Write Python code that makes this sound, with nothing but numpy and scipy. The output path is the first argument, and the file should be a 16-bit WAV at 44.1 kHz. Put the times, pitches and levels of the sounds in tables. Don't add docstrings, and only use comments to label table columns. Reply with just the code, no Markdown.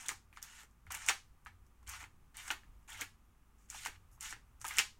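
import sys
import numpy as np
from scipy import signal
from scipy.io import wavfile
from scipy.ndimage import uniform_filter1d

SR = 44100
rng = np.random.default_rng(int(sys.argv[2]) if len(sys.argv) > 2 else 0)


def master_out(mix):
    frames = np.transpose(np.atleast_2d(mix))
    ceiling = np.clip(frames, -1, 1)
    pcm = np.round(ceiling * 32767).astype(np.int16)
    wavfile.write(sys.argv[1], SR, pcm)


def magnitude_from_level(level_db):
    exponent = np.asarray(level_db, float) / 20
    return 10 ** exponent


N = 220411

# centre in Hz, width in Hz, level in dB.
TRAY_MODES = [(876.4, 210, -1.5), (1184, 520, -2.5), (1457, 390, -0.5), (1800, 610, 0.5), (2161, 340, -2),
              (2358, 370, -4), (2870, 670, -3), (3483, 650, -9), (4330, 1200, -12.5)]
# centre in Hz, width in Hz, level in dB.
TILE_MODES = [(5050, 340, -6.5), (5720, 1100, 2.5), (6600, 770, 4), (7820, 1200, -6.5), (7390, 1400, 3),
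              (8900, 1100, 1.5)]
# centre in Hz, width in Hz, level in dB.
EDGE_MODES = [(11200, 1300, 1.5), (12990, 2200, -5), (14360, 2500, -13), (14500, 2500, -8)]


def evened(x):
    return x / np.sqrt(np.mean(x ** 2) + 1e-20)


def smoothed(x, size, axis=-1):
    return uniform_filter1d(uniform_filter1d(x, size, axis), size, axis)


def read(points, hz):
    f, value = np.transpose(points)
    return np.interp(np.log(hz + 1), np.log(f + 1), value)


def add(mix, start_s, sound):
    part = mix[round(start_s * SR):][:len(sound)]
    part += sound[:len(part)]


def hum():
    # frequency in Hz, density in dB per Hz.
    spectrum = [(24, -0.5), (52, -5), (80, -9), (120, -11.5), (200, -19), (400, -25.5), (600, -33),
                (800, -26.5), (1250, -26), (1750, -32.5), (2600, -34.5), (4300, -43.5), (6500, -39.5),
                (15900, -43)]
    # centre in Hz, width in Hz, level in dB above the hum.
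    lines = [(230, 11, 6), (1200, 49, 3.5)]
    # time in seconds, level in dB.
    rumble = [(0.0, -64), (0.38, -66.5), (0.771, -65.5), (1.151, -62), (1.54, -65.5), (1.92, -62.5),
              (2.31, -63), (2.69, -56.5), (3.08, -63.5), (3.459, -65.5), (3.85, -57.5), (4.23, -61.5),
              (4.62, -59.5), (5.0, -60.5)]
    level_db = -64
    hop, size = 1024, 4096
    frames, hz = N // hop + 5, np.fft.rfftfreq(size, 1 / SR)

    real, imag, patches = rng.standard_normal((frames, size // 2 + 1, 3)).T
    patches = evened(uniform_filter1d(uniform_filter1d(patches, 4, 0), 12, 1))
    patch_depth_db = read([(60, 1.5), (400, 0.79), (4000, 0.35)], hz)
    lines_db = sum(db * np.exp(-((hz - f) / width) ** 2) for f, width, db in lines)

    s, rumble_db = np.transpose(rumble)
    swell_db = np.interp(np.arange(frames) * hop / SR, s, rumble_db - rumble_db.mean())
    swell_share = read([(100, 0.71), (170, 0.26)], hz)

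    moving_db = patch_depth_db[:, None] * patches + swell_share[:, None] * swell_db
    z = (real + 1j * imag) * magnitude_from_level((read(spectrum, hz) + lines_db)[:, None] + moving_db)
    noise = signal.istft(z, nperseg=size, noverlap=size - hop)[1][:N]
    return magnitude_from_level(level_db) * evened(noise)


def drones():
    # time in seconds, low motor in dB, high motor in dB.
    fades = [(0.0, -94, -79), (0.17, -67, -67), (0.76, -69.5, -93), (0.89, -64.5, -62.5), (1.4, -73, -86),
             (1.54, -64.5, -62), (1.74, -66.5, -76.5), (1.92, -58.5, -61), (2.27, -76, -78),
             (2.92, -63.5, -74), (2.98, -71, -62), (3.52, -71, -90), (3.63, -66, -87.5), (4.01, -74, -64),
             (4.13, -64.5, -77.5), (4.48, -67, -92), (4.81, -67, -67.5), (5.0, -84, -92)]
    motors_hz, waver_hz, wavers_per_s = (53.8, 88.2), 2.5, 11
    t, out = np.arange(N) / SR, np.zeros(N)
    s, *levels_db = np.transpose(fades)
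    for motor_hz, db in zip(motors_hz, levels_db):
        waver = np.interp(t * wavers_per_s, np.arange(60), rng.standard_normal(60))
        phase = 2 * np.pi * np.cumsum(motor_hz + waver_hz * waver) / SR
        out += np.sqrt(2) * magnitude_from_level(np.interp(t, s, db - 0.5)) * np.sin(phase)
    return out


def thumps():
    # start in seconds, level in dB, pitch in Hz.
    landings = [
        (.87, -57, 90),
        (1.453, -54.5, 61),
        (1.865, -54, 65.3),
        (4.12, -65, 109),
        (4.328, -60.5, 106),
        (4.612, -60.5, 120),
    ]
    rise_s = 0.013
    t, out = np.arange(6000) / SR, np.zeros(N)
    swell = t / rise_s * np.exp(1 - t / rise_s)
    for s, db, hz in landings:
        add(out, s, magnitude_from_level(db) * swell * np.sin(2 * np.pi * hz * t))
    return out


def room(x, first_s, near_db, near_t60_s):
    # frequency in Hz, t60 in seconds.
    decay = [(300, 0.26), (1000, 0.21), (2500, 0.21), (4500, 0.27), (7000, 0.24), (11000, 0.24),
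             (15000, 0.18)]
    out, size, spacing = np.zeros(N), SR // 2, 10
    turn = np.arange(N) / SR * np.pi / .23
    for k in range(3):
        taps = np.zeros(size)
        at = np.arange(round(first_s * SR), size - spacing, spacing)
        at = at + rng.integers(0, spacing, len(at))
        taps[at] = rng.choice([-1., 1.], len(at))
        hz, t, z = signal.stft(taps, SR, nperseg=128)
        far = magnitude_from_level(-60 * t / read(decay, hz)[:, None])
        near = magnitude_from_level(near_db - 60 * t / near_t60_s)
        tail = signal.istft(z * (far + near), SR, nperseg=128)[1]
        share = np.sqrt(2 / 3) * np.cos(turn + k * np.pi / 3)
        out += signal.fftconvolve(x * share, tail / np.linalg.norm(tail))[:N]
    return out


def ring(modes, favoured_hz=1000, favour_db=0, hardness_db=0, reach=0.098, steep=1.695):
    centre, width, db = np.transpose(modes)[..., None]
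    hz = abs(np.fft.fftfreq(2048, 1 / SR)) + 1
    favour = np.exp(-(np.log(centre / favoured_hz) / reach) ** 2)
    octaves = np.log2(np.minimum(centre, 3200) / 1800)
    db = db + favour_db * favour + hardness_db * octaves
    power = magnitude_from_level(2 * db) / (1 + ((hz - centre ** 2 / hz) / width) ** 2) ** steep
    log_gain = np.log(power.sum(0) + 1e-9) / 2
    minimum_phase = np.exp(np.conj(signal.hilbert(log_gain)))
    return np.fft.ifft(minimum_phase).real[:1024]


def grit(per_s, spread_db, lumps_db):
    catches = rng.standard_normal(N) * (rng.random(N) < per_s / SR)
    size_db = spread_db * np.minimum(rng.exponential(1, N), 4)
    lumps = evened(smoothed(rng.standard_normal(N), 150))
    return catches * magnitude_from_level(size_db + lumps_db * lumps)


def wander(modes, force, drift_db, hardness_db=0):
    out, step = np.zeros(N), 256
    for mode in modes:
        chance = rng.standard_normal(N // step + 2)
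        drift = np.interp(np.arange(N) / step, np.arange(len(chance)), evened(uniform_filter1d(chance, size=5)))
        tilt_db = hardness_db * np.log2(mode[0] / 1800)
        own_force = np.roll(force, int(mode[0]))
        out += magnitude_from_level(drift_db * drift + tilt_db) * signal.oaconvolve(own_force, ring([mode]))[:N]
    return out


def slides():
    # time in seconds, scrape in dB.
    pushes = [
        [(0, -46.5), (.03, -48), (.06, -48.5), (.086, -49)],
        [(.425, -69), (.44, -49.5), (.465, -51.5), (.49, -52.5), (.53, -52), (.57, -52), (.61, -48),
         (.635, -58), (.66, -67)],
        [(.903, -36.5), (.93, -43.5), (.965, -43), (.985, -46.5), (1.03, -44.5), (1.072, -45), (1.078, -39.5),
         (1.087, -31)],
        [(1.864, -56), (1.885, -46.5), (1.915, -43.5), (1.945, -43), (1.965, -44), (1.985, -50), (2.01, -43.5),
         (2.04, -51.5), (2.075, -69)],
        [(2.342, -55.5), (2.39, -43), (2.415, -45.5), (2.44, -48.5), (2.475, -44.5), (2.506, -48)],
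        [(2.876, -57), (2.89, -47.5), (2.93, -46), (2.97, -49), (3.013, -37.5)],
        [(3.685, -67.5), (3.71, -51), (3.73, -52.5), (3.755, -45), (3.79, -46), (3.825, -47), (3.862, -44.5)],
        [(4.198, -66), (4.215, -46), (4.255, -40.5), (4.28, -44.5), (4.305, -43), (4.328, -45.5)],
        [(4.643, -46), (4.67, -44.5), (4.7, -41.5), (4.72, -44.5), (4.74, -42.5), (4.785, -39.5)],
    ]
    # tile share at start in dB, at end in dB, brightness in dB,
    # hardness in dB per octave.
    seating = [(-1, -2.5, -14, -0.5), (-3.5, 0, -11.5, 2.5), (-8.5, 0.5, -20.5, 0.5), (-4.5, -6, -9.5, 1),
               (-6, 0, -10, 3), (-1, -7, -11, 1), (3, -1.5, -12, 6), (0.5, -0.5, -12.5, 4.5),
               (-2, -5, -8, 1)]
    # start in seconds, length in seconds,
    # tray in dB, tile in dB, brightness in dB.
    brushes = [(.326, 0.034, -67, -70, 3), (.358, 0.037, -67, -58, -11), (.38, 0.027, -75, -79, -13),
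               (0.416, 0.011, -55, -52, -14), (3.58, 0.087, -75.5, -69, -10), (2.5, .022, -71, -66, -5),
               (3.92, 0.047, -56.5, -68.5, -13), (.872, .008, -75, -69, 1), (4.112, 0.053, -82, -67.5, 0),
               (4.605, 0.027, -56.5, -56.5, -6)]
    t, touching = np.arange(N) / SR, np.zeros(N)
    tray_db, tile_db = np.full((2, N), -120.0)
    bright_db, hardness_db = np.zeros((2, N))

    for push, (first_db, last_db, move_bright_db, move_hardness_db) in zip(pushes, seating):
        s, db = np.transpose(push)
        now = (t >= s[0]) & (t < s[-1])
        tray_db[now] = np.interp(t[now], s, db)
        tile_db[now] = tray_db[now] + np.interp(t[now], s[[0, -1]], [first_db, last_db])
        bright_db[now], hardness_db[now] = move_bright_db, move_hardness_db
        touching[now] = 1
    for s, length_s, brush_tray_db, brush_tile_db, brush_bright_db in brushes:
        now = (t >= s) & (t < s + length_s)
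        tray_db[now], tile_db[now], bright_db[now] = brush_tray_db, brush_tile_db, brush_bright_db
        touching[now] = 1

    under = grit(7000, spread_db=2.8, lumps_db=1.5)
    along = grit(10000, spread_db=2.2, lumps_db=1.5)
    tray = wander(TRAY_MODES, under, drift_db=2.0, hardness_db=hardness_db)
    tray = tray / np.sqrt(uniform_filter1d(tray ** 2, size=4000))
    tile = evened(wander(TILE_MODES, along, drift_db=1.8))
    rim = evened(wander(EDGE_MODES, along, drift_db=1.0))
    fade = np.clip(2 * uniform_filter1d(touching, size=260) - 1, 0, 1)
    return fade * (magnitude_from_level(tray_db) * tray + magnitude_from_level(tile_db) * (tile + magnitude_from_level(bright_db) * rim))


def strike(direct, sent, start_s, parts, room_db, rise_s, fall_s):
    t = np.arange(500) / SR
    chatter = rng.uniform(-1.12, 1, 500) * t / (t + rise_s) * np.exp(-(t / fall_s) ** 3)
    for db, body, averaged, wetter_db in parts:
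        sound = np.convolve(chatter, body)
        loudest = np.sqrt(2 * uniform_filter1d(sound ** 2, 66).max())
        add(direct, start_s, magnitude_from_level(db) * sound / loudest)
        add(sent, start_s, magnitude_from_level(db + room_db + wetter_db) * averaged / np.linalg.norm(averaged) * 8)


def edge_clicks(direct, sent):
    # start in seconds, peak in dB, strongest ring in Hz,
    # brightness in dB.
    touches = [(0.0103, -45, 6800, -16), (.3272, -71, 7410, 2), (.3722, -55, 7600, -17.5),
               (.7104, -68, 5890, -13), (0.8646, -64.5, 8600, -4.5), (1.4494, -60.5, 8230, 0),
               (1.4664, -60, 6640, -23.5), (1.6648, -66.5, 6700, -5.5), (1.829, -67, 7500, -2.5),
               (2.828, -73, 7410, -7), (4.5995, -62.5, 8190, -9), (4.6145, -40.5, 8440, -13)]
    catches = [(.06, -51, 7000, -1), (.063, -43, 8300, -8), (0.4268, -36, 5900, -3.5),
               (0.9063, -50, 6800, -14), (0.91, -46, 7640, -9.5), (.9165, -45.5, 8500, 2),
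               (0.9206, -35, 6780, -2), (0.942, -41, 8150, -14), (0.9467, -38, 9150, 0),
               (0.9486, -36.5, 8000, -7), (0.9724, -44, 7930, -7), (1.0217, -46, 8180, -22.5),
               (1.063, -36, 8500, -10), (1.065, -43, 6500, -8), (1.876, -43, 7700, -13.5),
               (1.8908, -43, 8560, 1), (1.8955, -39, 8100, -8), (2.039, -53, 8050, -11),
               (.632, -53, 7500, -6), (2.369, -40, 8550, -3.5), (2.4795, -38.5, 6720, -16.5),
               (2.9019, -45.5, 8850, -6), (2.9295, -50, 7000, -1.5), (2.975, -51.5, 8500, -6),
               (3.7003, -35.5, 7300, -12), (3.833, -46, 8500, -17), (4.208, -36.5, 7500, -7),
               (4.2276, -39.5, 8650, -6), (4.2645, -56, 7200, -16), (4.3073, -41, 6700, -22),
               (4.6433, -44, 8900, -7.5), (4.6498, -39, 8450, -13.5), (4.6553, -46, 7550, -6),
               (4.6654, -37, 9400, -3), (4.68, -39, 8060, 4), (4.6847, -35, 9100, -12),
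               (4.737, -46, 8500, -10), (4.7687, -31, 7820, -19)]
    clacks = [(.0841, -26, 6950, -12), (.0903, -34, 7500, -20), (.1, -52, 7000, -10), (.1161, -48, 7550, 0),
              (1.0859, -20.5, 6600, -11.5), (1.0893, -30.5, 7000, -11), (1.0935, -25.5, 5900, -17.5),
              (1.0962, -30, 6800, -14), (2.029, -52, 7970, -16), (2.5037, -40.5, 5760, -9),
              (2.5115, -34, 7140, -5), (3.0105, -32.5, 6670, -6.5), (3.0143, -39, 8060, 0.5),
              (3.851, -37.5, 7540, -3.5), (3.8592, -34, 8300, -22.5), (3.87, -39, 5010, -6),
              (4.3255, -43.5, 7300, -15.5), (4.7797, -38, 7300, -13), (4.7841, -20, 6640, -7.5),
              (4.7893, -21.5, 5900, -16), (4.7935, -40, 6500, -22), (4.798, -42, 6000, -9)]
    for rows, room_db in [(touches, -6), (catches, -7.5), (clacks, -6.5)]:
        for s, db, hz, bright_db in rows:
            tile = ring(TILE_MODES + [(hz, 700, -.6)], favoured_hz=hz, favour_db=6, reach=0.16)
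            wide = ring(TILE_MODES, favoured_hz=hz, favour_db=5.5, reach=0.3, steep=1.1)
            rim = ring(EDGE_MODES)
            parts = [(db - .6, tile, wide, 0), (db + bright_db - 2.5, rim, rim, 1.5)]
            strike(direct, sent, s, parts, room_db, rise_s=0.0003, fall_s=0.0025)


def blows(direct, sent):
    # centre in Hz, width in Hz, level in dB.
    table_modes = [(274.8, 280, -4.5), (439, 480, 0.5)]
    # start in seconds, peak in dB, strongest ring in Hz,
    # hardness in dB per octave.
    taps = [(.3274, -53, 2440, -4), (0.362, -52, 2330, 12), (0.3716, -41.5, 1340, 1),
            (.3814, -52, 1200, -5), (0.8674, -49, 2210, -12.5), (1.4608, -40.5, 1940, -8),
            (1.463, -49, 1200, -8.5), (1.467, -46, 1943, -13), (1.8284, -60.5, 1096, -11),
            (4.177, -60.5, 1050, -21), (4.614, -49.5, 1397, 2)]
    bumps = [(.06, -45, 3420, 13), (3.01, -40, 3180, 21), (.4256, -51.5, 3650, 9), (0.905, -38.5, 1040, -3),
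             (0.9155, -45, 1664, -3), (0.9428, -38, 2540, -4), (.951, -39, 2223, -1),
             (1.8716, -51.5, 3070, 6), (1.9336, -51, 2030, 1), (1.9365, -41.5, 1200, 6),
             (2.35, -59, 2040, -2), (2.478, -42.5, 1330, -18), (2.8884, -52, 910, -14),
             (2.92, -44, 3200, 18), (2.9447, -42.5, 2110, -7), (2.9932, -46, 1538, -2),
             (3.6999, -53, 1930, -4.5), (3.7271, -48, 1830, -14), (3.7452, -45, 880, -7),
             (3.836, -49, 1770, 6.5), (4.258, -43, 3410, 5), (4.6438, -37, 1000, -5.5),
             (4.6462, -38, 1000, -9), (4.6495, -36.5, 1950, -8), (4.708, -35, 2170, 2),
             (4.7105, -40.5, 2200, 2), (4.7748, -32.5, 2010, -7)]
    stops = [(.0842, -39.5, 3370, 21, -12), (0.0906, -28, 2080, 3.5, -21),
             (0.1088, -40.5, 1150, -35, -14.5), (0.1164, -39.5, 1520, -23, -12),
             (0.6335, -52, 1660, -13, -9.5), (1.0862, -18, 2320, 4, -31), (1.0893, -29, 2720, 6, -34),
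             (1.0931, -22.5, 2600, 1.5, -27), (1.0958, -25, 1300, -1.5, -35),
             (1.0982, -30.5, 1050, -6.5, -30.5), (1.1045, -31.5, 1100, -6, -30.5),
             (2.0271, -43.5, 1049, -6, -14), (2.04, -42.5, 2020, -9.5, -29),
             (2.5035, -25.5, 2896, -5.5, -26), (2.5062, -28.5, 1500, 0, -19.5),
             (2.5141, -32, 880, -0.5, -20.5), (2.6342, -55, 1700, 1.5, -23), (3.0144, -34, 2000, -7.5, -22),
             (3.018, -30.5, 2140, 1.5, -17.5), (3.8502, -37, 3220, 4, -23),
             (3.8598, -29.5, 2110, -5.5, -49), (3.863, -34, 2350, 5, -30), (3.8681, -38, 1890, -0.5, -22),
             (3.879, -43, 1932, -15, -9), (4.3254, -34.5, 1843, -2.5, -20), (4.3636, -53.5, 1670, -2, -9),
             (4.7842, -18, 2280, 7.5, -28), (4.789, -19, 2640, 5.5, -33), (4.7929, -24.5, 2800, 21, -25.5),
             (4.7975, -28.5, 2420, -3, -22.5)]
    thud_at_38_db, thud_lag = -26.5, .3
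    table = ring(table_modes)
    for rows, room_db in [(taps, -3.5), (bumps, -1.5), (stops, -4)]:
        for s, db, hz, hardness_db, *thud in rows:
            spot = (min(hz, 3600), 190, 1.5)
            tray = ring(TRAY_MODES + [spot], favoured_hz=hz, favour_db=9.0, hardness_db=hardness_db, reach=0.15)
            wide = ring(TRAY_MODES, favoured_hz=hz, favour_db=6.5, hardness_db=.6 * hardness_db,
                        reach=0.31, steep=1.2)
            thud_db = db + (thud[0] if thud else thud_at_38_db - thud_lag * (db + 38.0))
            parts = [(db - .6, tray, wide, 0), (thud_db, table, table, 1.5)]
            strike(direct, sent, s, parts, room_db, rise_s=0.00054, fall_s=0.0019)


def scene():
    direct, sent = np.zeros((2, N))
    edge_clicks(direct, sent)
    blows(direct, sent)
    scrape = magnitude_from_level(-9.0) * slides()
    wet = room(sent + magnitude_from_level(-9.0) * scrape, first_s=.005, near_db=7.0, near_t60_s=0.055)
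    return (hum() + drones() + thumps() + wet + scrape + direct)[None]


def band_limit(x):
    return signal.sosfilt(signal.butter(12, 16680, fs=SR, output="sos"), x)


def record(dry):
    limited = signal.oaconvolve(dry, signal.firwin(255, 15950, fs=SR)[None], "same")
    return band_limit(limited)


dry = scene()
out = record(dry)
master_out(out)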